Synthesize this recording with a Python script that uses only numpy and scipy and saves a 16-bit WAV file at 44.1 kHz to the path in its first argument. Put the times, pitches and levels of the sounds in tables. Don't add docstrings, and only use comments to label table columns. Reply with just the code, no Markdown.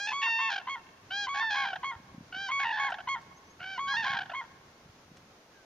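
import sys
import numpy as np
from scipy import signal
from scipy.fft import rfft, irfft, next_fast_len
from scipy.io import wavfile
from scipy.ndimage import uniform_filter1d

SR = 44100
rng = np.random.default_rng(int(sys.argv[2]) if len(sys.argv) > 2 else 0)


def gain_from_db(level_db):
    decades = np.asarray(level_db, float) / 20
    return 10 ** decades


def log_audio(samples):
    frames = np.atleast_2d(samples).T
    limited = np.clip(frames, -1, 1)
    pcm = np.round(limited * 32767).astype(np.int16)
    wavfile.write(sys.argv[1], SR, pcm)


N = 249155

SHORT, CLIMB, HOLD, FALL = range(4)
# (start [s], end [s], settling time [s], hoarseness [0-1], stage)
MALE_STAGES = [(-.03, .068, .01, .06, CLIMB), (.068, .128, .004, .5, HOLD), (.218, .5, .022, .05, HOLD),
               (.5, .607, .004, .6, FALL), (1.104, 1.272, .014, .07, SHORT),
               (1.338, 1.402, .02, .55, CLIMB), (1.402, 1.502, .004, .06, HOLD),
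               (1.502, 1.726, .004, .43, FALL), (2.322, 2.505, .022, .16, SHORT),
               (2.587, 2.645, .008, .85, CLIMB), (2.645, 2.722, .004, .5, HOLD),
               (2.722, 2.912, .004, .52, FALL), (3.598, 3.785, .04, .2, SHORT),
               (3.872, 3.964, .016, .12, CLIMB), (3.964, 4.03, .003, .28, HOLD),
               (4.03, 4.24, .004, .7, FALL)]
# (pitch [Hz], 2nd partial [dB], then fundamental, 3rd and 4th relative to it [dB])
MALE_VOICE = [(826, -36.5, -13.5, -8.5, -7), (880, -38.5, -3.5, 2, -7), (918, -31, -7.5, 2, -10),
              (817.7, -36, -7.5, -8.5, -5.5), (839.7, -35.5, -9.5, -12.5, -3), (861, -36, -4.5, -11.5, -11),
              (903.6, -28.5, -11, -19, -12.5), (834.6, -32.5, -6.5, -9.5, -7.5),
              (812.6, -38, -11, -13, -6.5), (843, -41, -8, -7.5, -11), (927, -35, -1.5, -5, -16),
              (866, -33.5, -5.5, -17.5, -13.5), (802, -40.5, -10.5, -7.5, -7.5),
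              (838, -31.5, -17, -23.5, -7), (920, -29.5, -8, -8, -13.5), (834, -37, -8.5, -13, -9)]
BILL_OPENING = [0.8, 1.1, -0.8, -0.81, 0.19, -.8, -3.3, -1.1, 0.34, -2, -2.4, -2.6, 0.71, -2.2, -0.66, -1.5]
# (frequency [Hz], level [dB])
MALE_ROLLOFF = [(3000, -34.5), (4000, -3.5), (4900, -7), (5700, -9.5), (6500, -13), (7300, -26),
                (8500, -31.5), (11000, -43)]
# (starts flat by [Hz], catches up in [s], droops over the stage [Hz], final sag [Hz], sag time [s])
STAGE_PITCH = [(100, .04, 55, 70, 0.013), (72.8, 0.018, 0.1, 0.1, .01), (17.78, 0.0012, 22, 8, .008),
               (0.1, .01, 58, 16, .01)]
STAGE_DROOP_POWER = [5, 1, 1, 1]
# (swells in from [dB], tires over the stage [dB], final fade [dB], fade time [s])
STAGE_EFFORT = [(9.5, 1, 14, 0.012), (12, 0.8, -1.3, .01), (10, 5.5, 0.5, .01), (2, 6, 10, 0.018)]
STAGE_HOARSENESS = [(.6, 0, .55), (.4, 0, 0), (.55, .06, .1), (0, .22, 0)]
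# (still shut at the start [dB], closes over the stage [dB])
STAGE_BILL = [(6.6, 0.6), (0.3, -0.79), (0.3, 1), (0.1, 2.3)]
# (slips [per s], slows by when hoarse [per s], depth [dB], extra depth once very hoarse [dB])
STAGE_STUMBLE = [(68, 0, 7, 0), (68, 0, 7, 0), (68, 0, 7, 0), (74, 40, 4.5, 16)]
# (frequency [Hz], width [Hz])
WINDPIPE_DIPS = [(1240, 260), (2060, 170)]
# (time [s], peak level [dB], pitch [Hz])
RATTLE_PULSES = [
    (0.61, -39.5, 750),
    (1.729, -25.5, 781),
    (1.756, -28.5, 770),
    (2.919, -25, 775),
    (2.939, -29.5, 817),
    (2.983, -32.5, 742),
    (3.001, -34.5, 780),
    (4.255, -39, 763),
    (4.295, -31.5, 760),
    (4.314, -31.5, 705),
]
RATTLE_PARTIALS = [-3, 0, -18.5, -9, -23.5, -29, -27]
# (onset [s], pitch locks [s], pitch collapses [s], top pitch [Hz])
FEMALE_NOTES = [(.112, .135, .265, 1117), (.385, .412, .49, 1104), (.668, .698, .755, 1100),
                (1.265, 1.292, 1.42, 1115), (1.54, 1.57, 1.645, 1103), (1.828, 1.85, 1.913, 1099),
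                (2.485, 2.518, 2.642, 1111), (2.77, 2.8, 2.885, 1103), (3.07, 3.09, 3.152, 1096),
                (3.775, 3.8, 3.93, 1111), (4.045, 4.07, 4.145, 1101), (4.332, 4.355, 4.408, 1092)]
# (onset [dB], fundamental [dB], 2nd partial [dB], 3rd partial [dB], tail [dB])
FEMALE_LEVELS = [(-39.5, -35.5, -41, -43, -44), (-37.5, -36, -43.5, -46, -44.5),
                 (-38.5, -40, -39.5, -45, -48.5), (-39, -35.5, -42, -48, -42.5),
                 (-42.5, -35.5, -38, -50.5, -43.5), (-37.5, -37.5, -39.5, -47, -44.5),
                 (-37.5, -34.5, -33, -45, -43), (-43.5, -35, -36.5, -46, -44),
                 (-36, -34.5, -35.5, -43.5, -43), (-37.5, -35, -46, -50.5, -42.5),
                 (-38.5, -37.5, -41.5, -49.5, -42), (-40, -39.5, -39, -49.5, -48)]
FEMALE_UPPER = [-11, -20.5, -12.5, -46, -53]
STUTTER_PARTIALS = [-50, 6.5, -9.5, -4.5, -31, -8.5, -22.5, -21.5]
DOUBLED_PARTIALS = [-46, 0, -5.5, -6.5, -31.5, -25.5, -16, -29]
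# (time [s], length [s], from pitch [Hz], to pitch [Hz], level [dB])
PEEPS = [
    (3.33, 0.045, 5840, 6160, -69),
    (3.36, 0.034, 6200, 6500, -59),
    (3.444, 0.056, 6000, 6100, -64),
    (3.492, 0.039, 6100, 6660, -61),
    (5.52, 0.13, 1690, 1490, -61),
]
# (time [s], peak level [dB], frequency [Hz])
WIND_TAPS = [(1.061, -49, 137), (1.268, -53, 91.5), (1.78, -51, 143), (1.954, -45.5, 90),
             (1.997, -44.5, 200), (2.143, -38.5, 217), (2.178, -36.5, 201), (2.205, -39.5, 212),
             (2.364, -44, 242), (3.608, -49, 140), (4.098, -42, 145), (4.139, -40.5, 159),
             (4.854, -47, 148), (4.888, -50, 103), (5.113, -43, 202)]
# (time [s], peak level [dB])
REED_SNAPS = [
    (2.9015, -39),
    (3.2166, -46),
    (5.169, -41),
]
# (time [s], level [dB], width [s])
WIND_SWELLS = [
    (.75, -79, .3),
    (1.6, -65.5, 0.85),
    (2.2, -63.5, 0.18),
    (3.2, -64, 0.67),
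    (4.05, -59.5, .22),
    (4.6, -66, 0.47),
    (5.15, -62, 0.12),
]
# (frequency [Hz], level [dB per Hz])
WASH_SPECTRUM = [(18, -17.5), (209, -7.5), (800, -9.5), (1590, -13.5), (3230, -19), (6300, -20.5),
                 (7040, -25), (9150, -65.5)]
# (frequency [Hz], likeness [0-1])
WASH_LIKENESS = [(60, 0.985), (150, .995), (390, 0.98), (1010, 0.49), (2570, 0), (6590, 0)]
# (frequency [Hz], level [dB per Hz])
HISS_SPECTRUM = [(3000, -47.5), (7000, -12.5), (9000, -7.5), (12000, -12), (15600, -18), (15900, -56.5)]
# (frequency [Hz], width [Hz])
TREBLE_DIPS = [(7700, 380), (9600, 690)]


def syrinx(hz, partials_db, hoarse, stumble_hz, swing, scatter, throb_db):
    uneven = 1 + .4 * np.clip(band(8, 40)[0], -2, 2)
    cycle = 2 * np.pi * np.cumsum(stumble_hz * uneven) / SR
    wobble = swing * (1 + 0.33 * band(11, 40)[0]) * np.sin(cycle)
    wobble = wobble + scatter * np.clip(band(40, 372)[0], -2, 2)
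    tremor = 0.0031 * band(9, 49)[0]
    phase = 2 * np.pi * np.cumsum(hz * (1 + hoarse * wobble + tremor)) / SR
    tone = sum(gain_from_db(db) * np.sin((k + 1) * phase) for k, db in enumerate(partials_db))
    depth = throb_db * hoarse * np.clip(1 + 0.22 * band(5.5, 40)[0], 0, 2)
    return np.sqrt(2) * tone * gain_from_db(depth * (1.2165 - (1 - np.cos(cycle)) ** 2 / 2))


def male():
    t, rows = np.arange(N) / SR, np.array(MALE_STAGES)
    now = np.searchsorted((rows[:-1, 1] + rows[1:, 0]) / 2, t)
    start, end, settle, hoarse, stage = rows[now].T
    stage = stage.astype(int)
    top, second, first, third, fourth = np.array(MALE_VOICE)[now].T
    flat, catch, droop, sag, sag_s = np.array(STAGE_PITCH)[stage].T
    swell, tire, fade, fade_s = np.array(STAGE_EFFORT)[stage].T
    shaky, growing, failing = np.array(STAGE_HOARSENESS)[stage].T
    shut, closing = np.array(STAGE_BILL)[stage].T
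    slips, slowing, depth, extra = np.array(STAGE_STUMBLE)[stage].T

    since, left = np.maximum(t - start, 0), np.maximum(end - t, 0)
    done = np.minimum(since / (end - start), 1)
    hz = top - flat * np.exp(-since / (catch + settle)) - sag * np.exp(-left / sag_s)
    hz = hz - droop * done ** np.array(STAGE_DROOP_POWER)[stage]
    weakening = tire * done + fade * np.exp(-left / fade_s)
    level = second - swell * np.exp(-since / settle) - weakening
    hoarse = hoarse + shaky * np.exp(-(since / settle) ** 2 / 2) + growing * done + failing * np.exp(-left / .015)
    bill = np.array(BILL_OPENING)[now] - shut * np.exp(-since / (2.7 * settle)) - closing * done
    slips = slips - slowing * done * hoarse
    depth = depth + extra * np.maximum(hoarse - .55, 0)

    sounding = 1. * (t > start) * (t < end)
    fundamental = level + first + .4 * weakening
    curves = [sounding, hz, hoarse, bill, fundamental, level, level + third, level + fourth]
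    gate, hz, hoarse, bill, *low = uniform_filter1d(curves, size=300)
    upper = [low[-1] + at_hz(MALE_ROLLOFF, k * hz) + bill * (k - 4) for k in range(5, 14)]
    throb_db = uniform_filter1d(depth, size=300)
    return gate * syrinx(hz, low + upper, hoarse, stumble_hz=slips, swing=.058, scatter=.062, throb_db=throb_db)


def rattle():
    out, t = np.zeros(N), np.arange(3500) / SR
    shape = t / .0042 * np.exp(1 - t / .0042)
    slips = rng.standard_normal((len(RATTLE_PULSES), len(t)))
    for (s, db, hz), slip in zip(RATTLE_PULSES, slips):
        phase = 2 * np.pi * np.cumsum(hz * (1 + .9 * uniform_filter1d(slip, size=70))) / SR
        burst = shape * sum(gain_from_db(d) * np.sin((k + 1) * phase) for k, d in enumerate(RATTLE_PARTIALS))
        ring = gain_from_db(-14) * np.sin(2 * np.pi * .95 * hz * t) * np.minimum(t / 0.0037, 1) * np.exp(-t / .028)
        out[round(s * SR):][:len(t)] += gain_from_db(db - 3.5) * (burst + ring)
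    return out


def female():
    t = np.arange(N) / SR
    note = np.clip(np.searchsorted(np.array(FEMALE_NOTES)[:, 0] - .01, t) - 1, 0, None)
    onset, lock, fall, top = np.array(FEMALE_NOTES)[note].T
    onset_db, first, second, third, tail_db = np.array(FEMALE_LEVELS)[note].T
    since, left = t - lock, np.maximum(fall - t, -.004)

    arch = top + 5 - 16 * np.exp(-np.maximum(since, -.02) / .012)
    arch = arch - 22 * np.exp(-left / .03) - 45 * np.exp(-left / .006)
    locked = np.clip(np.minimum(since / .008 + 1, (fall - t) / .004 + 1), 0, 1)
    dulling = -14 * np.exp(-left / 0.0067)
    settling = 0.023 + 0.97 * np.exp(-np.maximum(since, 0) / 0.026)
    force_db = 0.62 * (first + 36)
    partials = [first, second, third + dulling / 2] + [third + dulling + force_db + db for db in FEMALE_UPPER]
    clean = syrinx(arch, partials, settling, stumble_hz=85.4, swing=0.0072, scatter=0.022, throb_db=2.0)

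    pulses = .3 + .7 * np.abs(np.sin(np.pi * (t - onset) / .0125))
    pulses = pulses * np.clip((t - onset) / .008, 0, 1) * np.clip(-since / .004, 0, 1)
    rising_hz = 498 + 1300 * np.clip(t - onset, 0, .03)
    opening = syrinx(rising_hz, STUTTER_PARTIALS, 1, stumble_hz=80, swing=.01, scatter=.045, throb_db=0)

    dying = gain_from_db(tail_db - 520 * np.maximum(t - fall - .015, 0)) * np.clip((t - fall) / .004, 0, 1)
    falling_hz = 458 + 55 * np.exp(-np.maximum(t - fall, 0) / .008)
    tail = syrinx(falling_hz, DOUBLED_PARTIALS, 1, stumble_hz=125, swing=.02, scatter=.045, throb_db=6.0)
    return locked * clean + gain_from_db(onset_db) * pulses * opening + dying * tail


def placed(x, pan_db, lead, bounce, bounce_lag):
    i = np.arange(N)
    late = bounce * np.interp(i - bounce_lag, i, x)
    left = gain_from_db(pan_db / 2) * np.interp(i + lead / 2, i, x + late)
    right = gain_from_db(-pan_db / 2) * np.interp(i - lead / 2, i, x - late)
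    return np.array([left, right])


def trees(x):
    echo_db, t60_s, delay_s = -26.5, 1.7, .07
    t = np.arange(SR) / SR
    far = gain_from_db(-60 * t / t60_s) * np.clip(t / delay_s, 0, 1)
    near = 2.5 * np.exp(-t / .012)
    tail = rng.standard_normal((3, SR)) * (far + near)
    tail = signal.sosfilt(signal.butter(1, 1800, fs=SR, output="sos"), tail[0] + 2.1 * tail[1:])
    wet = signal.fftconvolve(x[None], tail / np.sqrt(np.sum(tail[0] ** 2)), axes=1)[:, :N]
    return gain_from_db(echo_db + 2.1 * band(1.8, 40)) * wet


def far_birds():
    out, t = 0, np.arange(N) / SR
    waver = 1 + 0.0096 * band(24, 120)[0]
    for s, length, from_hz, to_hz, db in PEEPS:
        done = np.clip((t - s) / length, 0, 1)
        hz = (from_hz + (to_hz - from_hz) * done) * waver
        out = out + gain_from_db(db) * np.sin(np.pi * done) * np.sin(2 * np.pi * np.cumsum(hz) / SR)
    return out


def wind_taps():
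    out, t = np.zeros(N), np.arange(2200) / SR
    for s, db, hz in WIND_TAPS:
        thump = np.sin(2 * np.pi * hz * t) * np.exp(-((t * hz - 1.1) / 0.65) ** 2)
        out[round(s * SR):][:len(t)] += gain_from_db(db) * thump
    return out


def reed_snaps():
    out, t = np.zeros(N), np.arange(2200) / SR
    softened = signal.butter(3, 6500, fs=SR, output="sos")
    for (s, db), snap in zip(REED_SNAPS, rng.standard_normal((len(REED_SNAPS), len(t)))):
        out[round(s * SR):][:len(t)] += gain_from_db(db - 6.5) * signal.sosfilt(softened, snap) * np.exp(-t / 0.0084)
    return out


def air():
    t = np.arange(N) / SR
    alike = lambda hz: np.clip(at_hz(WASH_LIKENESS, hz), 0, 1)
    wash = gain_from_db(-58.5) * gain_from_db(.7 * band(1, 6)) * coloured(WASH_SPECTRUM, alike)
    swells = sum(gain_from_db(db) * np.exp(-((t - s) / width) ** 2) for s, db, width in WIND_SWELLS)
    wind = swells * gain_from_db(1.3 * band(1.7, 20)) * band(67, 220)
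    hiss = gain_from_db(-76) * coloured(HISS_SPECTRUM, lambda hz: 0 * hz)
    return wash + wind + hiss


def coloured(spectrum, alike):
    size = next_fast_len(N)
    hz = np.fft.rfftfreq(size, 1 / SR)
    mid, side = rfft(rng.standard_normal((2, size))) * gain_from_db(at_hz(spectrum, hz))
    both = np.sqrt(1 + alike(hz)) * mid + np.sqrt(1 - alike(hz)) * side * [[1], [-1]]
    return rms_one(irfft(both, size)[:, :N])


def band(low_hz, high_hz, channels=1):
    sos = signal.butter(2, [low_hz, high_hz], "band", fs=SR, output="sos")
    return rms_one(signal.sosfilt(sos, rng.standard_normal((channels, N + 9000)))[:, 9000:])


def rms_one(x):
    return x / np.sqrt(np.mean(x ** 2) + 1e-20)


def at_hz(points, hz):
    point_hz, value = np.array(points).T
    return np.interp(np.log(hz + 1e-9), np.log(point_hz), value)


def dips(x, points):
    for hz, width in points:
        x = signal.lfilter(*signal.iirnotch(hz, hz / width, fs=SR), x)
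    return x


def scene():
    voice_high_pass = signal.butter(6, 640, "high", fs=SR, output="sos")
    he = signal.sosfilt(voice_high_pass, dips(male() + rattle(), WINDPIPE_DIPS))
    she = signal.sosfilt(voice_high_pass, female())
    pair = placed(he, 0.53, 0.99, bounce=0.2, bounce_lag=12.14)
    pair = pair + placed(she, -2.2, 2.88, bounce=0.15, bounce_lag=3.1)
    return pair + trees(he + she) + far_birds() + wind_taps() + reed_snaps() + air()


def low_pass(x):
    return signal.sosfilt(signal.butter(12, 15720, fs=SR, output="sos"), x)


def record(dry):
    mix = dips(dry, TREBLE_DIPS + TREBLE_DIPS)
    return low_pass(mix)


dry = scene()
out = record(dry)
log_audio(out)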